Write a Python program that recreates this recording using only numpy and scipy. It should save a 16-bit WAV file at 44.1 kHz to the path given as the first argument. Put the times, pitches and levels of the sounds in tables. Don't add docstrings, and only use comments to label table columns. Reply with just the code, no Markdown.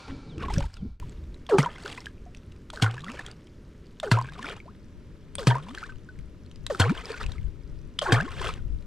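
import sys
import numpy as np
from scipy import signal
from scipy.fft import rfft, irfft, next_fast_len
from scipy.io import wavfile

SR = 44100
rng = np.random.default_rng(int(sys.argv[2]) if len(sys.argv) > 2 else 0)


def unload_audio(sound):
    columns = np.transpose(np.atleast_2d(sound))
    steps = np.round(np.clip(columns, -1, 1) * 32767)
    wavfile.write(sys.argv[1], SR, steps.astype(np.int16))


N = 390726
TIME = np.arange(N) / SR
CUTOFF_HZ = 16000
RIVER_FROM_S = 1.0
SIDES = np.array([[1], [-1]])

# [pinch-off t/s, ringing crack level/dB, hissing crack level/dB, churn level/dB, churn t60/s]
STROKE_ROWS = [(1.5833, -5, -20.5, -23, 0.27), (2.821, -22.5, -17, -26, 0.24),
               (4.114, -13, -18.5, -23.5, 0.23), (5.4695, -11.5, -18.5, -23.5, 0.27),
               (6.797, -20, -15, -19, 0.21), (8.121, -4, -18.5, -18.5, 0.24)]
# [opening t/s, first f/Hz, last f/Hz, sinking time/s,
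# gulp level/dB, swell level/dB, swell delay/s]
POCKET_ROWS = [(1.49, 847, 363.3, 0.021, -33, -13, 0.053), (2.729, 743, 350, 0.031, -39.5, -49, 0.036),
               (4.029, 727, 371, 0.024, -24, -30.5, 0.045), (5.383, 634, 353, 0.034, -42, -33, 0.03),
               (6.699, 688, 338, 0.022, -21.5, -34.5, 0.035), (8.016, 681, 291.4, 0.046, -21, -26, 0.092)]
# [f/Hz, relative level/dB]
AIR_SPECTRUM = [(350, -22.5), (600, 6), (688, -17.5), (984, -2.5), (1100, -6), (1260, -4.5), (2340, -9),
                (4910, -15.5), (5560, -16), (14100, -32.5), (16000, -50)]


def amp(db):
    return 10 ** (np.asarray(db) / 20)


def unit(x):
    return x / np.sqrt(np.mean(x ** 2) + 1e-20)


def fade(t, t60):
    return np.exp(-np.log(1000) * t / max(t60, 1e-3))


def bell(t, rise_s, fall_s):
    return np.exp(-np.minimum((t / np.where(t < 0, rise_s, fall_s)) ** 2, 60))


def add(mix, s, sound):
    part = mix[max(round(s * SR), 0):][:len(sound)]
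    part += sound[:len(part)]


def colour(x, tone):
    size = next_fast_len(len(x))
    hz, db = np.transpose(tone)
    log_hz = np.log(np.fft.rfftfreq(size, 1 / SR) + 1)
    gain = amp(np.interp(log_hz, np.log(hz + 1), db))
    return unit(irfft(rfft(x, size) * gain, size)[:len(x)])


def noise(tone, size=N):
    return colour(rng.standard_normal(size), tone)


def murmur(width_hz, size):
    low_pass = signal.butter(2, min(width_hz / 2, SR / 4), fs=SR, output="sos")
    z = signal.sosfilt(low_pass, rng.standard_normal((2, size + SR // 10)))
    return (unit(z[0]) + 1j * unit(z[1]))[-size:] / np.sqrt(2)


def lumps(depth_db, rate_hz):
    return unit(amp(depth_db * np.clip(unit(murmur(rate_hz, N).real), -2, 2)))


def swells(rows):
    return sum(amp(db) * bell(TIME - s, half_s, half_s) for s, half_s, db in rows)


def open_river():
    return np.clip((TIME - RIVER_FROM_S) / .004 + 1, 0, 1)


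def image_width():
    return np.interp(TIME, [3.9, 4.6], [0, 1])


def ring(hz, t60, rise=0, swell=0.9):
    t = np.arange(int(SR * np.clip(1.3 * t60, .004, .4))) / SR
    tone = np.sin(2 * np.pi * hz * (t + rise * t * t / 2))
    return (1 - np.exp(-t * hz * swell)) * fade(t, t60) * tone


def swarm(per_s, low_hz, high_hz, cycles, spread_db, rise, count=48):
    out = np.zeros(N)
    pitches = np.geomspace(low_hz, min(high_hz, SR / 2), count)
    lives = rng.uniform(0.75, 1.57, count)
    shapes = [hz * ring(hz, cycles * k / hz, rise * k) for hz, k in zip(pitches, lives)]
    draws = np.random.default_rng(rng.integers(2 ** 31)).random((int(per_s * N / SR), 3))
    sizes = amp(spread_db * np.minimum(-np.log(1 - draws[:, 2]), 3.5))
    for (when, which, _), size in zip(draws, sizes):
        add(out, when * N / SR, size * shapes[int(which * count)])
    return out


def pockets(gulp_s=0.0075, swell_s=0.026, shut_s=0.0071, blur=.35, overtone=.17, blur_hz=200):
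    out = np.zeros(N)
    for (pinch_s, *_), row in zip(STROKE_ROWS, POCKET_ROWS):
        s, first_hz, last_hz, sink_s, gulp_db, swell_db, delay_s = row
        t = np.arange(0, pinch_s - s, 1 / SR)
        hz = last_hz + (first_hz - last_hz) * np.exp(-t / sink_s)
        turn = np.exp(2j * np.pi * np.cumsum(hz) / SR)
        note = turn * (1 + blur * murmur(blur_hz, len(t)))
        note = note + sum(overtone * turn ** k * murmur(blur_hz, len(t)) for k in (2, 3))
        gulp = amp(gulp_db) * (t / gulp_s * np.exp(1 - t / gulp_s)) ** 2
        swell = amp(swell_db) * bell(t - delay_s, swell_s, swell_s) * np.minimum(t / gulp_s, 1)
        shutting = np.minimum((t[-1] - t) / shut_s, 1)
        add(out, s, note.imag * (gulp + swell) * shutting)
    return out


def booms(squeeze=1.0, relax_s=0.0048, overtone_db=-30, creep=0.242, burst_share=0.2,
          wobble_per_s=1.8, waver_hz=45):
    # [deep f/Hz, surface f/Hz, float-up time/s, lateness of climb (power),
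    # level/dB, t60/s, surfacing level/dB]
    boom_rows = [(130, 225, .11, 2.43, -7, 0.12, -41), (104.8, 384, .335, 3.4, -11.5, 0.28, -32),
                 (109, 590, .416, 3.3, -9.5, 0.29, -41), (116.5, 450, .305, 2.96, -7.5, 0.25, -39),
                 (86, 465, 0.133, 4.8, -10.5, 0.22, -15.5), (103.6, 520, .159, 2.84, -10, 0.26, -33)]
    out = np.zeros(N)
    for (pinch_s, *_), row in zip(STROKE_ROWS, boom_rows):
        deep_hz, top_hz, float_s, lateness, db, t60, surface_db = row
        t = np.arange(0, float_s, 1 / SR)
        risen = t / float_s
        climb = creep * risen + (1 - creep) * risen ** lateness
        hz = deep_hz * (top_hz / deep_hz) ** climb * (1 + squeeze * np.exp(-t / relax_s))
        phase = 2 * np.pi * np.cumsum(hz) / SR
        unsteady = abs(1 + wobble_per_s * float_s * murmur(waver_hz, len(t)))
        swing = amp(db) * fade(t, t60) + amp(surface_db) * risen ** 2 * unsteady
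        bursting = np.minimum((1 - risen) / burst_share, 1)
        onset = 1 - np.exp(-t / .0025)
        tone = amp(overtone_db) * np.cos(2 * phase) - np.sin(phase)
        add(out, pinch_s + .0021, swing * bursting * onset * tone)
    return out


def cracks(ring_life=2.34, hiss_t60=0.058, swell_s=0.0018, neck_db=-15, neck_s=0.0036,
           thud_db=-6, thud_hz=265, thud_t60=0.052):
    # [f/Hz, width/Hz, level/dB]
    shed_modes = [
        [(836, 200, 3.5), (1260, 100, -7), (1560, 190, 0.5), (2380, 440, 7.5), (4780, 150, -16),
         (6100, 170, -16)],
        [(1520, 230, 11), (2890, 94, 7.5), (3300, 90, 3), (4400, 120, 3), (5480, 160, 7), (6440, 100, -21)],
        [(975, 100, 3), (1485, 255, 14), (1990, 170, 5), (2670, 190, 4), (4470, 200, 2.5), (6470, 120, -21)],
        [(1044, 150, 4), (1640, 150, -1), (2450, 280, 7), (3070, 130, -14), (4460, 170, -4), (5820, 250, 0.5)],
        [(1035, 46, 0), (1446, 23, 0), (4280, 42, -12), (4250, 21, -9), (4540, 15, -24), (5100, 120, -8)],
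        [(1030, 85, -18), (1620, 350, 13.5), (2470, 110, -16), (3190, 120, -8), (3630, 160, -6.5),
         (5150, 120, -16)],
    ]
    # [f/Hz, relative level/dB]
    hiss_tone = [(150, -67), (250, 7.5), (510, -17), (1010, -39), (1240, -6), (1700, -17), (1980, -15),
                 (2910, -10.5), (7310, -21.5), (7980, -18.5), (14900, -44.5), (16000, -57)]
    out, t = np.zeros(N), np.arange(4096) / SR
    swell = 1 - np.exp(-(t / swell_s) ** 2)
    for (s, crack_db, hiss_db, *_), modes in zip(STROKE_ROWS, shed_modes):
        cluster = sum(amp(db) * fade(t, ring_life / width_hz) * np.sin(2 * np.pi * (hz * t + rng.random()))
                      for hz, width_hz, db in modes)
        hiss = noise(hiss_tone, len(t))
        add(out, s - t[-1], amp(hiss_db + neck_db) * hiss * np.exp(-t[::-1] / neck_s))
        add(out, s, swell * (amp(crack_db) * cluster + amp(hiss_db) * hiss * fade(t, hiss_t60)))
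        add(out, s + 0.0012, -amp(crack_db + thud_db) * ring(thud_hz, thud_t60))
    return out


def rushes(attack_s=0.0012, tear_s=0.014, narrow_s=0.084, lead_s=0.0073, fizz_t60=0.35):
    # [opening gurgle level/dB, narrowing gurgle level/dB, fizz level/dB]
    rush_rows = [(-29, -49, -48), (-60, -48.5, -53), (-31, -57, -51), (-35, -51, -46.5), (-45, -51, -47.5),
                 (-34, -32.5, -43)]
    gurgle, fizz = np.zeros(N), np.zeros(N)
    for (pinch_s, *_), (s, *_), (open_db, narrow_db, fizz_db) in zip(STROKE_ROWS, POCKET_ROWS, rush_rows):
        t = np.arange(0, pinch_s - s, 1 / SR)
        onset = 1 - np.exp(-t / attack_s)
        narrowing = bell(t - t[-1] + lead_s, narrow_s, narrow_s)
        add(gurgle, s, onset * (amp(open_db) * np.exp(-t / tear_s) + amp(narrow_db) * narrowing))
        add(fizz, s, onset * amp(fizz_db) * fade(t, fizz_t60))
    return gurgle, fizz


def showers(lump_db=4.0, lump_hz=70, trickle_db=-50, trickle_fizz_db=-62, trickle_delay_s=0.13, trickle_s=0.079):
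    # [thickest t/s, build-up/s, dying away/s, gurgle level/dB, fizz level/dB]
    spray_rows = [(.087, 0.01, 0.022, -40, -71), (0.428, 0.031, 0.075, -41, -62),
                  (.545, 0.034, 0.028, -43, -44), (.605, 0.018, 0.048, -44.5, -50.5),
                  (.76, 0.074, 0.027, -61, -61.5), (1.06, 0.045, 0.095, -60, -68),
                  (1.89, 0.066, .13, -45, -50), (3.12, 0.061, 0.17, -44, -56.5),
                  (4.47, 0.074, 0.075, -40, -53.5), (5.78, 0.078, 0.1, -49, -55.5),
                  (7.12, 0.23, 0.19, -41.5, -51.5), (8.458, 0.11, 0.085, -35.5, -46.5)]
    gains = sum(amp([[gurgle_db], [fizz_db]]) * bell(TIME - s, rise_s, fall_s)
                for s, rise_s, fall_s, gurgle_db, fizz_db in spray_rows)
    trickle = sum(bell(TIME - s - trickle_delay_s, trickle_s, trickle_s) for s, *_ in STROKE_ROWS)
    gains = gains + amp([[trickle_db], [trickle_fizz_db]]) * trickle
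    return gains * lumps(lump_db, lump_hz)


def splashes(rush_fizz_db=3, spray_db=-1, spray_fizz_db=-2, churn_db=-1.5, churn_fizz_db=-10,
             fizz_life=0.59, linger_db=-16, linger_s=0.06, froth_db=-7):
    # [f/Hz, relative level/dB]
    gurgle_tone = [(200, -36), (400, 6.5), (700, -2.5), (1100, 3), (1600, 0.5), (2400, -3), (3300, -4.5),
                   (4500, -20), (8000, -13)]
    churn_tone = [(200, 13), (450, 5), (700, 3.5), (1000, 4), (1500, 3.5), (2200, -6), (3200, -9.5),
                  (4500, -29.5), (8000, -43)]
    fizz_tone = [(1500, 5), (3200, 0), (4500, 2.5), (6000, -4.5), (8000, -4.5), (10000, -14), (12500, -24),
                 (16000, -34)]
    froth_tone = [(150, -25), (400, -3.5), (700, -7.5), (1400, 0.5), (2800, -5), (5000, -17.5),
                  (10000, -28), (16000, -55)]
    gurgle = colour(swarm(per_s=1000, low_hz=330, high_hz=5500, cycles=30, spread_db=3, rise=7), gurgle_tone)
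    boil = colour(swarm(per_s=900, low_hz=380, high_hz=5000, cycles=28, spread_db=3.5, rise=9), churn_tone)
    fizz = colour(swarm(per_s=2400, low_hz=2810, high_hz=16200, cycles=8.1, spread_db=-2, rise=0), fizz_tone)
    churn, foam, t = np.zeros(N), np.zeros(N), np.arange(SR // 2) / SR
    for s, _, _, db, t60 in STROKE_ROWS:
        swell = amp(db) * (1 - np.exp(-t / 0.00082))
        closing = amp(linger_db) * np.exp(-(2 * (t / linger_s - 1)) ** 2)
        add(churn, s, swell * (fade(t, t60) + closing))
        add(foam, s, swell * fade(t, t60 * fizz_life))
    rush, rush_fizz = rushes()
    spray, spray_fizz = showers()
    boil *= rush + amp(churn_db) * churn
    fizz *= amp(rush_fizz_db) * rush_fizz + amp(spray_fizz_db) * spray_fizz + amp(churn_fizz_db) * foam
    froth = amp(froth_db) * noise(froth_tone)
    return amp(spray_db) * spray * (gurgle + froth) + boil + fizz


def stray_drops(first_s=.08, last_s=.48, thinning_db=-8, bubble_db=-35, slap_db=-44, spread_db=4,
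                low_hz=950, high_hz=2700, cycles=34, slap_hz=3200, count=10):
    bubbles, slaps = [], []
    for s, *_ in STROKE_ROWS:
        for late, size, pitch, glide in rng.random((count, 4)):
            hz = low_hz * (high_hz / low_hz) ** pitch
            db = bubble_db + thinning_db * late ** 2 + spread_db * (2 * size - 1)
            bubbles.append((s + first_s + late * (last_s - first_s), hz, db, cycles / hz, 16 * glide - 6))
        for late, size, pitch in rng.random((count, 3)):
            db = slap_db + thinning_db * late ** 2 + spread_db * (2 * size - 1)
            slaps.append((s + first_s + late * (last_s - first_s), db, slap_hz * 2 ** (pitch - .5)))
    return bubbles, slaps


def drips(drip_db=-57, spread_db=5, low_hz=1900, high_hz=6500, count=45):
    return [(RIVER_FROM_S + when * (N / SR - RIVER_FROM_S),
             drip_db + spread_db * (2 * size - 1),
             low_hz * (high_hz / low_hz) ** pitch)
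            for when, size, pitch in rng.random((count, 3))]


def plinks(bubble_db=-1, ring_db=7, slap_t60=0.0074, wet_db=-25):
    # [t/s, f/Hz, level before trim/dB, t60/s, pitch rise/(share per s)]
    bubble_rows = [(.4367, 1096, -25, 0.077, 0.5), (.4833, 1060, -22, .041, -7.5),
                   (.5029, 810, -22, 0.059, 9.5), (.5805, 554, -25, 0.12, 0.5),
                   (.564, 1650, -28.5, .025, 1), (.6064, 875, -15.5, 0.012, 1), (.768, 1400, -41, 0.04, -2),
                   (4.2869, 1580, -32.5, 0.049, 3), (4.3218, 1110, -24, 0.0062, 1),
                   (5.3865, 610, -29, 0.038, -6), (5.4299, 1520, -29, 0.02, 10),
                   (8.1804, 1370, -26, .026, 9), (.6393, 896, -29, 0.049, 1),
                   (1.026, 1000, -33.5, 0.038, -2), (1.6039, 2030, -18, 0.022, 1),
                   (1.6598, 1014, -14, 0.05, -5.5), (1.846, 378, -27, .06, 7),
                   (1.9814, 1030, -30.5, .039, -4), (3.0377, 1140, -31, .045, 0),
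                   (3.0646, 1380, -29, .02, 6), (3.1415, 561, -30, 0.034, 3), (4.1397, 555, -29, .069, -2),
                   (4.5005, 1600, -30, 0.038, -15), (4.487, 2400, -24, 0.011, 3),
                   (4.4267, 1740, -29, .032, -2), (1.9784, 2410, -32, 0.026, 15),
                   (2.7987, 1415, -21, 0.012, -4), (6.893, 2370, -26.5, 0.04, 0),
                   (7.2389, 2590, -25, 0.012, 18), (8.1637, 3225, -27, .019, 2),
                   (5.505, 3300, -17, 0.01, 2), (7.1415, 1470, -28, .047, -1.5),
                   (1.8598, 1510, -20.5, 0.021, -13), (1.9766, 2010, -26.5, 0.018, 1),
                   (2.0676, 1673, -22.5, .022, -2), (2.2622, 709, -42.5, .096, 0.5),
                   (2.7012, 1420, -20, 0.0049, -11), (2.7346, 910, -23, 0.014, 14),
                   (2.773, 1480, -22.5, .016, 13), (2.8334, 1442, -24.5, 0.13, 2),
                   (2.8435, 1040, -8.5, 0.01, 2), (2.8623, 1456, -15.5, .035, -8),
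                   (2.9796, 1630, -27, .032, 5), (3.0828, 1830, -24, .019, 19),
                   (3.1926, 1740, -21.5, 0.021, -2), (4.0732, 1474, -26.5, 0.033, 8),
                   (4.1718, 1013, -16.5, 0.055, -7.5), (4.187, 1020, -12, 0.036, 3),
                   (4.2134, 990, -14.5, 0.016, 5), (4.3921, 1076, -25.5, .033, -8),
                   (4.444, 1430, -22, 0.032, -5), (4.467, 2280, -19, 0.0087, 8),
                   (4.6018, 2310, -31.5, 0.018, -8), (4.6562, 536, -38, .059, 25),
                   (4.6793, 906, -38.5, 0.073, 24.5), (5.3831, 3480, -20, 0.011, -7),
                   (5.5023, 1630, -19, 0.045, -6.5), (5.51, 934, -12, 0.048, 0.5),
                   (5.554, 930, -16.5, 0.053, 9.5), (5.583, 1110, -24.5, 0.027, 0),
                   (5.6841, 910, -32.5, 0.042, 18), (5.7756, 1695, -25, 0.033, -15),
                   (5.8285, 1260, -26.5, 0.08, 15), (5.8927, 1552, -36, 0.097, -0.5),
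                   (6.0883, 1516, -36, 0.058, -1), (6.748, 1380, -17, 0.016, -8),
                   (6.8188, 3160, -9.5, 0.01, 9), (6.824, 1423, -16, 0.052, 1.5),
                   (6.8405, 1630, -16, 0.016, 3), (6.8474, 506, -23.5, 0.097, -5.5),
                   (6.8959, 1360, -13, 0.013, 2), (7.1025, 428, -20, 0.046, 5),
                   (7.3818, 2200, -34, 0.016, -13), (7.988, 3130, -16, 0.016, -7),
                   (8.0145, 3080, -21, .02, 5), (8.0585, 930, -21, 0.077, -6),
                   (8.0642, 1390, -17.5, 0.027, 10), (8.0817, 1060, -20.5, 0.1, 2.5),
                   (8.2023, 1506, -15, 0.044, 14), (8.2784, 1080, -29, .056, -0.5),
                   (8.407, 445, -25, 0.046, -17), (8.4623, 1360, -16, 0.014, 0)]
    # [t/s, f/Hz, level/dB, t60/s]
    thump_rows = [(0.086, 273.4, -36, 0.52), (.31, 238, -44, 0.093), (0.379, 317, -24, 0.053),
                  (0.421, 165, -28, 0.082), (0.47, 338, -42, 0.057), (0.561, 101, -17.5, 0.17),
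                  (0.573, 156, -2, 0.043), (0.582, 262, -23, 0.068), (.645, 76.5, -15, 0.076),
                  (0.824, 188, -15, 0.046), (0.85, 235, -22, 0.053), (6.185, 130, -30, 0.085)]
    # [t/s, tick level/dB, f/Hz]
    slap_rows = [(.0807, -46, 4300), (.3806, -41, 2700), (.437, -49, 2870), (.5392, -30, 5200),
                 (.5822, -28.5, 5760), (.605, -35.5, 2780), (.419, -53, 2400), (.7407, -40.5, 5030),
                 (.769, -43, 2700), (1.095, -48, 7700), (1.122, -56, 6500), (1.3437, -45.5, 3960),
                 (3.4708, -48, 3130), (5.958, -52, 2970), (6.189, -44.5, 2140), (6.5589, -46, 5030),
                 (1.4658, -40.5, 3400), (1.629, -31, 5600), (1.8785, -33.5, 3330), (1.9272, -33.5, 2800),
                 (2.0049, -41, 5400), (2.0583, -31.5, 3080), (2.348, -41, 2630), (2.371, -45.5, 5860),
                 (2.5213, -47.5, 2820), (2.7024, -33, 3380), (2.7594, -37.5, 4220), (2.954, -49, 3030),
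                 (3.006, -41.5, 3640), (3.1173, -34, 2600), (2.8429, -29, 2930), (2.9107, -37, 3000),
                 (3.0437, -34.5, 3300), (3.2636, -31.5, 3300), (3.3136, -39.5, 4670), (3.9997, -28, 3600),
                 (4.2238, -40, 4560), (4.428, -33, 3130), (4.4963, -33, 3730), (4.5656, -42, 2500),
                 (5.3535, -26, 8530), (6.7478, -42, 3500), (5.7492, -32.5, 3180), (5.7834, -36.5, 4250),
                 (5.837, -38, 2470), (6.5135, -44.5, 3100), (6.6655, -22.5, 3920), (7.0555, -32, 5000),
                 (7.118, -33.5, 4500), (7.2303, -35, 3880), (7.263, -32, 2570), (7.319, -33.5, 3720),
                 (7.9901, -17, 3440), (8.2092, -26.5, 2680), (8.4494, -34, 2720), (8.4832, -39, 2580),
                 (8.538, -34, 2900)]
    # [f/Hz, relative level/dB]
    slap_tone = [(300, -11), (1000, -4.5), (3000, -3), (5000, -4.5), (8000, -7.5), (10000, -17),
                 (13000, -29.5), (16000, -39)]
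    out, t = np.zeros(N), np.arange(1024) / SR
    small_bubbles, small_slaps = stray_drops()
    for s, hz, db, t60, rise in [*bubble_rows, *small_bubbles]:
        add(out, s, amp(db + bubble_db) * ring(hz, t60, rise))
        add(out, s, amp(db + wet_db) * noise(slap_tone, len(t)) * fade(t, .015))
    for s, hz, db, t60 in thump_rows:
        add(out, s, amp(db) * ring(hz, t60))
    for s, db, hz in [*slap_rows, *small_slaps, *drips()]:
        add(out, s, amp(db + ring_db) * ring(hz, slap_t60))
        tick = noise(slap_tone, len(t)) * fade(t, .011) * (1 - np.exp(-t / .0006))
        add(out, s, amp(db) * tick)
    return out


def hull(x, echo_db=-15, t60=0.12, order=2600):
    t = np.arange(order) / SR
    taps = rng.standard_normal(order) * (rng.random(order) < .05) * fade(t, t60) * (t > .002)
    band = signal.sosfilt(signal.butter(1, [500, 7000], "band", fs=SR, output="sos"), x)
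    return amp(echo_db) * signal.oaconvolve(band, taps / np.linalg.norm(taps))[:N]


def opening(start_db=-49.0, settled_db=-67, settle_s=0.33, release_s=0.13, bands_db=-5, chirp_db=-53,
            chirp_from_hz=4400, chirp_to_hz=2750, chirp_s=0.035, click_db=-31, click_t60=0.0036):
    # [f/Hz, relative level/dB]
    opening_tone = [(350, -23), (600, -3), (679, -19), (758, -2.5), (823, -5), (1610, -12.5), (1900, -16),
                    (2270, -13), (2800, -16), (4340, -13), (9890, -34), (13600, -54), (16000, -69)]
    # [f/Hz, width/Hz, relative level/dB]
    whistle_bands = [(1374, 100, 10), (1590, 47, -1), (2310, 89, 7), (3600, 49, -14), (4100, 66, -17),
                     (4600, 200, -9)]
    bands = unit(sum(amp(db) * (murmur(width_hz, N) * np.exp(2j * np.pi * hz * TIME)).real
                     for hz, width_hz, db in whistle_bands))
    level_db = settled_db + (start_db - settled_db) * np.exp(-TIME / settle_s)
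    gain = amp(level_db) * np.clip((RIVER_FROM_S - TIME) / release_s, 0, 1)
    out = gain * (noise(opening_tone) + amp(bands_db) * bands)
    t = np.arange(0, .075, 1 / SR)
    hz = chirp_to_hz + (chirp_from_hz - chirp_to_hz) * np.exp(-t / chirp_s)
    chirp = np.sin(2 * np.pi * np.cumsum(hz) / SR) * signal.windows.tukey(len(t), .4) * fade(t, 0.34)
    for s, db in [(.285, 2), (.752, -4)]:
        add(out, s, amp(chirp_db + db) * chirp)
    add(out, RIVER_FROM_S, amp(click_db) * noise(AIR_SPECTRUM, len(t)) * fade(t, click_t60))
    return out


def wind(wind_db=-1, breeze_db=-52, wind_left_db=14, wind_side_db=-7):
    # [strongest t/s, half length/s, level before trim/dB]
    gust_rows = [(.43, 0.056, -33), (.59, 0.082, -25.5), (.85, 0.078, -33.5), (1.05, 0.033, -32.5),
                 (1.24, 0.13, -42), (2.25, 0.21, -49.5), (2.5, 0.049, -48), (3.27, .05, -49),
                 (4.3, 0.11, -56), (5.4, 0.072, -49), (4.98, 0.024, -46), (5.95, 0.035, -40),
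                 (6.2, 0.057, -45), (6.64, 0.074, -42.5), (6.92, 0.089, -46), (7.27, .05, -30),
                 (7.44, 0.075, -32), (7.76, 0.14, -40.5), (8.14, 0.056, -33), (8.44, 0.17, -34.5),
                 (8.72, 0.095, -31.5)]
    # [f/Hz, relative level/dB]
    wind_tone = [(10, -7.5), (28, -5), (50, -3.5), (85, -9), (150, -17.5), (300, -40.5), (800, -77)]
    gust = amp(wind_db) * swells(gust_rows) + amp(breeze_db) * open_river()
    side = amp(wind_side_db) * gust * noise(wind_tone)
    ports = amp(SIDES * wind_left_db * np.interp(TIME, [3.6, 6.1], [0, 1]) / 2)
    return gust * noise(wind_tone) * ports / ports.mean(0) + SIDES * image_width() * side


def river(wash_db=-48.0, early_db=-51, early_t60=3.5, lapping_db=-3, ripple_db=-72):
    # [strongest t/s, half length/s, level before trim/dB]
    swirl_rows = [(.12, 0.034, -36), (.19, .05, -44.5), (.41, 0.13, -34), (.58, 0.045, -35),
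                  (.84, 0.052, -41), (1.09, 0.064, -66)]
    # [f/Hz, relative level/dB]
    wash_tone = [(40, 3), (90, 3), (170, 1), (300, -3.5), (430, -7.5), (600, -22), (1000, -32), (3000, -76)]
    crowd = swarm(per_s=400, low_hz=1300, high_hz=11000, cycles=10, spread_db=4.5, rise=8)
    ripples = colour(crowd, AIR_SPECTRUM)
    wash = amp(wash_db) * open_river() + amp(early_db) * fade(TIME, early_t60)
    wash = wash + amp(lapping_db) * swells(swirl_rows)
    return wash * noise(wash_tone) + amp(ripple_db) * open_river() * ripples


def air_gain(air_db=-65.0, extra_db=5, settle_s=0.19):
    return open_river() * amp(air_db + extra_db * np.exp(-abs(TIME - RIVER_FROM_S) / settle_s))


def lagged(x):
    # [f/Hz, phase/rad]
    port_lag = [(0, 0.21), (250, 0.28), (750, 0.34), (2500, 0.29), (4500, 0.62), (6500, 1), (8000, 0.86),
                (16000, 1)]
    size = next_fast_len(N)
    lag_rad = np.interp(np.fft.rfftfreq(size, 1 / SR), *np.transpose(port_lag))
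    return irfft(rfft(x, size) * np.exp(-1j * lag_rad), size)[:N]


def scene(air_side_db=-9, left_db=0.9):
    water = pockets() + booms() + cracks() + splashes() + plinks()
    air = air_gain()
    mid = water + hull(water) + river() + opening() + air * noise(AIR_SPECTRUM)
    width = image_width()
    side = hull(water) + amp(air_side_db) * air * noise(AIR_SPECTRUM)
    left = mid + width * (lagged(mid) - mid)
    ports = np.array([left, mid]) * amp(SIDES * width * left_db / 2)
    return ports + SIDES * width * side + wind()


def record(dry):
    low_pass = signal.firwin(511, CUTOFF_HZ, window=("kaiser", 9), fs=SR)
    return signal.oaconvolve(dry, low_pass[None], "same")


dry = scene()
out = record(dry)
unload_audio(out)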